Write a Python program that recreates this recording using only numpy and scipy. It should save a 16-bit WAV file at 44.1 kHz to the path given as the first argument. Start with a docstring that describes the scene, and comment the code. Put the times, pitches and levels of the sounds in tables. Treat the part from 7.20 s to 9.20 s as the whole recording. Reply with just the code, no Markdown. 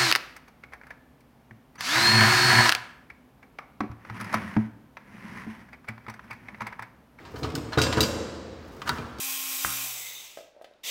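"""Light metal clacks and a rustle of cloth, then knocks: a folded stretcher is handled on a wooden table.
Each impact excites damped resonances: the frame thuds, the fittings clack and set the tubes ringing,
and loose parts chatter after each knock. Near the end a plastic catch slides by stick-slip friction
and snaps home. The bare room reverberates and rumbles faintly."""
import sys
import numpy as np
from scipy import signal
from scipy.io import wavfile
from scipy.ndimage import uniform_filter1d

SR = 44100
rng = np.random.default_rng(int(sys.argv[2]) if len(sys.argv) > 2 else 0)


def to_wav(sig):
    """Store sig (one row per channel, or 1-D mono) as 16-bit WAV at the path in sys.argv[1].

    Samples outside -1..1 are clipped; the rate is SR.
    """
    pcm = np.clip(np.atleast_2d(sig), -1, 1) * 32767
    pcm = np.round(pcm).astype(np.int16)
    wavfile.write(sys.argv[1], SR, pcm.T)  # frames by channels


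N = 88200
TIME = np.arange(N) / SR
EDGES_HZ = 22 * 2 ** (np.arange(30) / 3)
CENTRES_HZ = np.sqrt(EDGES_HZ[1:] * EDGES_HZ[:-1])


def from_db(db):
    """Amplitude ratio of a level in decibels."""
    return 10 ** (np.asarray(db) / 20)


def decay(t, t60):
    """Exponential damping: 60 dB in t60 seconds."""
    return np.exp(-np.log(1000) * t / t60)


def at_bands(points):
    """Interpolation of a spectrum over log frequency, one row per band."""
    hz, value = np.transpose(points)
    return np.interp(np.log(CENTRES_HZ), np.log(hz), value)[:, None]


def noise_bands():
    """White noise filtered into third-octave bands, each of rms 1."""
    white = rng.standard_normal((2, N + SR // 2))
    filters = [signal.butter(2, edges, "band", fs=SR, output="sos") for edges in zip(EDGES_HZ, EDGES_HZ[1:])]
    bands = np.array([signal.sosfilt(sos, white[k % 2])[-N:] for k, sos in enumerate(filters)])
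    return bands / bands.std(axis=1, keepdims=True)


def band_gains(spectrum, tilt_db_per_octave=0, peak_db=0):
    """Band power is spectral density times bandwidth; the gains are scaled to total power 1."""
    density_db = at_bands(spectrum) + tilt_db_per_octave * np.log2(CENTRES_HZ)[:, None] + peak_db
    gains = from_db(density_db) * np.sqrt(CENTRES_HZ)[:, None]
    return gains / np.linalg.norm(gains)


def coloured_noise(spectrum, tilt_db_per_octave=0):
    """Stationary noise with a given spectral shape."""
    return (band_gains(spectrum, tilt_db_per_octave) * noise_bands()).sum(0)


def bursts(hits, attack_s, hold_s):
    """Overlapping modes blur into damped noise at each hit (start_s, level_db, t60_s, band gains)."""
    bands, out = noise_bands(), np.zeros(N)
    bands /= np.sqrt(uniform_filter1d(bands ** 2, size=800, axis=1) + 1e-9)   # even out the level
    for start_s, level_db, t60_s, gains in hits:
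        span = slice(int(start_s * SR), int(start_s * SR) + SR // 4)
        t = np.maximum(TIME[span] - start_s, 0)
        envelope = np.minimum(t / attack_s, 1) * decay(np.maximum(t - hold_s, 0), t60_s)
        out[span] += from_db(level_db) * envelope * (gains * bands[:, span]).sum(0)
    return out


def ringing(hits, modes, attack_s=0.001, spread_db=0.5):
    """Modal superposition: each hit (start_s, level_db, ...) excites one damped sinusoid per mode."""
    out = np.zeros(N)
    for start_s, level_db, *_ in hits:
        t = TIME[:N - int(start_s * SR)]
        for pitch_hz, mode_db, t60_s in modes:
            gain = from_db(level_db + mode_db - spread_db * rng.standard_normal())
            envelope = np.minimum(t / attack_s, 1) * decay(t, t60_s)
            out[N - len(t):] += gain * envelope * np.sin(2 * np.pi * pitch_hz * t)
    return out


# Spectrum of the room's background: frequency_hz, density_db
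RUMBLE_SPECTRUM = [(25, -24), (45, 4.5), (75, 6.5), (120, -3.5), (180, -4.5), (290, -1.5), (600, -10.5),
                   (1300, -12), (2500, -20.5), (5000, -31.5), (10000, -47.5), (16000, -45)]

def rumble(level_db=-45):
    """Ambient noise: steady, with most of its power in the bass."""
    return from_db(level_db) * coloured_noise(RUMBLE_SPECTRUM)


# Reverberation time: frequency_hz, t60_s
ROOM_T60 = [(80, 1.4), (400, 2.22), (1200, 1.32), (4000, 1.54), (7500, 1.2), (13000, 0.43)]
# Reverberant level relative to the sound sent in: frequency_hz, level_db
ROOM_LEVELS = [(80, 2.5), (160, 0), (260, 2.5), (340, -0.5), (500, 5), (800, -1), (1200, 1), (4000, -7),
               (7000, -5), (13000, -7)]

def room(sound, build_s=0.001, early_db=-6.5, early_t60_s=0.083):
    """Reverberation by convolution: early reflections, then a tail that dies sooner in the treble."""
    build = 1 - np.exp(-TIME / build_s)
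    early = build * decay(TIME, early_t60_s)
    early *= from_db(early_db) / np.linalg.norm(early)
    tail = build * decay(TIME, at_bands(ROOM_T60))
    tail *= from_db(at_bands(ROOM_LEVELS)) / np.linalg.norm(tail, axis=1, keepdims=True)
    band_share = np.sqrt(2 * np.diff(EDGES_HZ) / SR)[:, None]
    impulse_response = (band_share * np.hypot(tail, early) * noise_bands()).sum(0)
    return signal.fftconvolve(sound, impulse_response)[:N]


# Envelope of the rustle: time_s, level_db
RUSTLE_LEVELS = [(0, -58), (.1, -57), (.19, -43.5), (.32, -69), (.5, -57), (1.0, -59), (1.38, -71),
                 (1.47, -54), (1.58, -50.5), (1.76, -46), (1.86, -70), (1.92, -87), (2, -51)]
# Spectrum of the rustle: frequency_hz, density_db
RUSTLE_SPECTRUM = [(200, 13), (1200, 1), (2500, -22), (5000, -9), (9000, -19.5), (15000, -18.5)]

def fabric(roughness_db=3.5):
    """Friction noise: cloth and straps rustle under the hands in small uneven grains."""
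    grain = uniform_filter1d(rng.standard_normal(N), size=256)
    level_db = np.interp(TIME, *np.transpose(RUSTLE_LEVELS)) + roughness_db * grain / grain.std()
    return from_db(level_db) * coloured_noise(RUSTLE_SPECTRUM)


# Dense resonances of the metal, loose parts and fittings alike: frequency_hz, density_db
METAL_SPECTRUM = [(30, -83), (250, -48), (900, 0), (1500, -2.5), (2000, -5.5), (3000, -4.5), (4500, -7),
                  (6000, -10.5), (8000, -17), (10000, -31.5), (13000, -24.5), (16000, -36)]

def chatter(ticks_per_s=110, gain_db=-20, shake_decay_s=0.059, tick_t60_s=0.028):
    """Rattling: loose parts tick at random, as strongly as the frame still shakes from a knock."""
    shake = sum(from_db(level_db) * (TIME > start_s) * np.exp(-np.abs(TIME - start_s) / shake_decay_s)
                for start_s, level_db, *_ in KNOCKS)
    impulses = (rng.random(N) < ticks_per_s / SR) * rng.standard_normal(N) * shake
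    tick = coloured_noise(METAL_SPECTRUM) * decay(TIME, tick_t60_s)
    return from_db(gain_db) * signal.fftconvolve(impulses, tick)[:N]


# Plastic parts slipping and snapping: start_s, level_db, t60_s
SNAPS = [(.160, -42, 0.042), (0.249, -44, 0.16), (0.356, -38.5, 0.089), (0.525, -37, 0.57),
         (0.587, -28, 0.1), (.778, -27, 0.19), (1.618, -38.5, 0.06), (1.668, -36, 0.062),
         (1.6923, -19, 0.021)]
# Dense resonances of the plastic, the catch included: frequency_hz, density_db
PLASTIC_SPECTRUM = [(30, -72), (300, -14), (700, -20), (950, -4.5), (1200, -0.5), (1500, 1.5),
                    (2000, -19.5), (2600, -16), (5000, -26), (14000, -38)]
# Distinct modes of the plastic: pitch_hz, level_db, t60_s
PLASTIC_MODES = [(966, -9, 0.1), (1360, -10.5, 0.18), (1488, 2, 0.057)]

def plastic():
    """Heavy damping: the plastic parts answer with short hollow snaps."""
    hits = [(*snap, band_gains(PLASTIC_SPECTRUM)) for snap in SNAPS]
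    return bursts(hits, attack_s=0.003, hold_s=0.0023) + ringing(SNAPS, PLASTIC_MODES)


# Spectrum of the catch's hard edge landing: frequency_hz, density_db
CRACK_SPECTRUM = [(200, -19), (2000, -7), (3200, -5.5), (4400, 0.5), (6000, -15), (9000, -14), (13000, -23),
                  (16000, -17)]
# Modes of the catch: pitch_hz, level_db, t60_s
CATCH_MODES = [(3840, -2, 0.049), (4626, -3.5, 0.037)]

def catch(home_s=1.692, scrape_s=0.039, slips_per_s=430, slip_jitter=0.28, crack_db=-22):
    """Stick-slip friction: the catch scrapes ever harder, lands with a crack and shivers to rest."""
    since_home = TIME - home_s
    scrape = from_db(-27) * np.clip(1 + since_home / scrape_s, 0, 1)
    shiver = from_db(-34) * decay(np.abs(since_home), t60=0.81)
    body = coloured_noise(PLASTIC_SPECTRUM, tilt_db_per_octave=-0.5)
    gaps_s = np.exp(slip_jitter * rng.standard_normal(4000)) / slips_per_s
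    slips_s = np.append(0, np.cumsum(gaps_s))
    since_slip = TIME - slips_s[np.searchsorted(slips_s, TIME, "right") - 1]
    grains = decay(since_slip, t60=0.014)
    grains /= np.sqrt(np.mean(grains ** 2))
    friction = np.where(since_home < 0, scrape, shiver) * grains * body
    landing = [(home_s, crack_db, 0.018, band_gains(CRACK_SPECTRUM))]   # t60 of 18 ms
    crack = bursts(landing, attack_s=0.00044, hold_s=0.0015)
    return friction + crack + ringing(landing, CATCH_MODES)


# Metal-on-metal impacts, with ping and tube ring relative to the clack:
# start_s, level_db, t60_s, tilt_db_per_octave, pitch_hz, ping_db, ring_db
CLACKS = [(0.051, -47.5, 0.31, -4.5, 4660, -6, -5), (0.159, -44, 0.096, -2.5, 4400, -1, -14),
          (0.231, -33.5, 0.15, -1.5, 4140, 1, -27), (0.246, -36, 0.075, -17, 1150, 1, -31),
          (.352, -30, 0.035, 6.5, 5130, -4, -28), (0.521, -37, 0.067, -3, 1520, -12, -25),
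          (0.531, -32.5, 0.094, -4.5, 4200, 1, -29), (0.575, -29.5, 0.081, -2.5, 3815, 5, -12),
          (0.584, -30, 0.12, 2.5, 1445, 12.5, 1), (.597, -38, 0.091, -10, 3815, 14, -22),
          (0.6158, -22, 0.066, 4.5, 6200, -12, 0), (0.636, -30.5, 0.22, 0, 4700, -14, 5),
          (0.666, -30, 0.044, -7.5, 3700, -2, -5.5), (0.7261, -26, 0.096, -1, 3740, -10, -19),
          (0.7703, -31.5, 0.1, 0, 1326, -14, -5), (0.8056, -19, 0.06, 7.5, 3895, -1.5, -1.5),
          (0.83, -26, 0.12, 2.5, 4750, 4, -23), (1.6175, -30.5, 0.026, -3.5, 3566, -25, -37),
          (1.675, -36, 0.1, 2, 3200, -10, -19), (1.698, -36.5, 0.068, -1, 3887, -10, -22),
          (1.783, -36, 0.036, -4, 2400, -4, -19), (1.985, -44.5, 0.03, 6, 3600, -16, -12)]
# Modes of the metal tubes: pitch_hz, level_db, t60_s
TUBE_MODES = [(1636, -28, 1.5), (2709, -20, 0.8), (2715, -2, 0.04), (3214, -27, .6), (3815, -16, 0.15),
              (3893, -2, 0.06), (4748, -9.5, 0.2), (5056, -20, 0.5), (5570, -20, 0.7), (5920, -28, .6),
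              (6647, -22.5, 0.9), (7364, -25, 1.0), (7570, -22, 0.4), (8424, -17, 0.25)]

def fittings(peak_db=3, peak_width_octaves=0.23, ping_t60_s=0.076):
    """Hard, brief contact excites high modes: each fitting clacks, pings and sets the tubes ringing."""
    hits, tube_strikes, pings = [], [], np.zeros(N)
    for start_s, level_db, t60_s, tilt, pitch_hz, ping_db, ring_db in CLACKS:
        octaves_away = np.log2(CENTRES_HZ / pitch_hz)[:, None]
        resonance_db = peak_db * np.exp(-0.5 * (octaves_away / peak_width_octaves) ** 2)
        hits.append((start_s, level_db, t60_s, band_gains(METAL_SPECTRUM, tilt, resonance_db)))
        tube_strikes.append((start_s, level_db + ring_db))
        pings += ringing([(start_s, level_db)], [(pitch_hz, ping_db, ping_t60_s)])
    clack = bursts(hits, attack_s=0.00044, hold_s=0.0015)
    return clack, pings + ringing(tube_strikes, TUBE_MODES)


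# Impacts of the frame on the table: start_s, level_db, t60_s, tilt_db_per_octave
KNOCKS = [(0.14, -35, 0.16, 2.5), (0.223, -27.5, 0.11, -4), (.239, -27, 0.1, -6.5),
          (0.288, -36.5, 0.071, 3.5), (.340, -26.5, 0.11, -4.5), (.376, -31, 0.012, -6),
          (.574, -12.5, 0.061, 3.5), (.609, -23.5, 0.077, -0.5), (.666, -29, 0.1, -5.5),
          (0.7724, -15.5, 0.039, 3.5), (.811, -21, 0.068, 2), (1.695, -33.5, 0.53, -5),
          (1.785, -38, 0.07, 3), (1.986, -37, 0.11, 1)]
# Dense resonances of the frame: frequency_hz, density_db
FRAME_SPECTRUM = [(25, -46), (48, -22), (76, -1.5), (120, -2.5), (175, -4), (245, 5), (330, -0.5),
                  (520, -5), (800, -17), (1500, -19.5), (3000, -48), (7000, -58), (14000, -85)]
# Distinct modes of the frame: pitch_hz, level_db, t60_s
FRAME_MODES = [(82.1, -15, 1.4), (114.4, -14.5, 0.54), (135.5, -4.5, .13), (203, -32, 0.28),
               (247.4, -14.5, 0.37), (310.4, -1.5, 0.086), (326, -20.5, 0.61), (439.7, -13.5, 0.22),
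               (466, -22, 1.24), (577, -24.5, 0.23), (637.7, -17, 0.14), (736, -13, 0.11)]

def frame(thud_gain_db=-2):
    """Longer contact excites mainly low modes: the frame thuds on the wooden table and rings."""
    hits = [(start_s, level_db + thud_gain_db, t60_s, band_gains(FRAME_SPECTRUM, tilt))
            for start_s, level_db, t60_s, tilt in KNOCKS]
    thud = bursts(hits, attack_s=0.0033, hold_s=0.005)
    return thud, ringing(KNOCKS, FRAME_MODES)


def scene():
    """Superposition of the stretcher's direct sound, its reverberation and the room's rumble."""
    thud, frame_ring = frame()
    clack, metal_ring = fittings()
    snaps = plastic() + catch()
    contacts = thud + clack + chatter() + fabric()
    direct = contacts + snaps + frame_ring + metal_ring
    # Ringing and plastic sound drier than the other contacts.
    echo = room(contacts + from_db(-11) * metal_ring + from_db(-12) * snaps + from_db(-5.5) * frame_ring)
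    return (direct + echo + rumble())[None]


def record(dry, low_cut_hz=67.6, high_cut_hz=16000):
    """Band limiting: the microphone drops the deep bass, and the top is cut steeply."""
    high_pass = signal.butter(3, low_cut_hz, "high", fs=SR, output="sos")
    low_pass = signal.ellip(10, 0.1, 80, high_cut_hz, fs=SR, output="sos")
    return signal.sosfilt(low_pass, signal.sosfilt(high_pass, dry))


dry = scene()
out = record(dry)
to_wav(out)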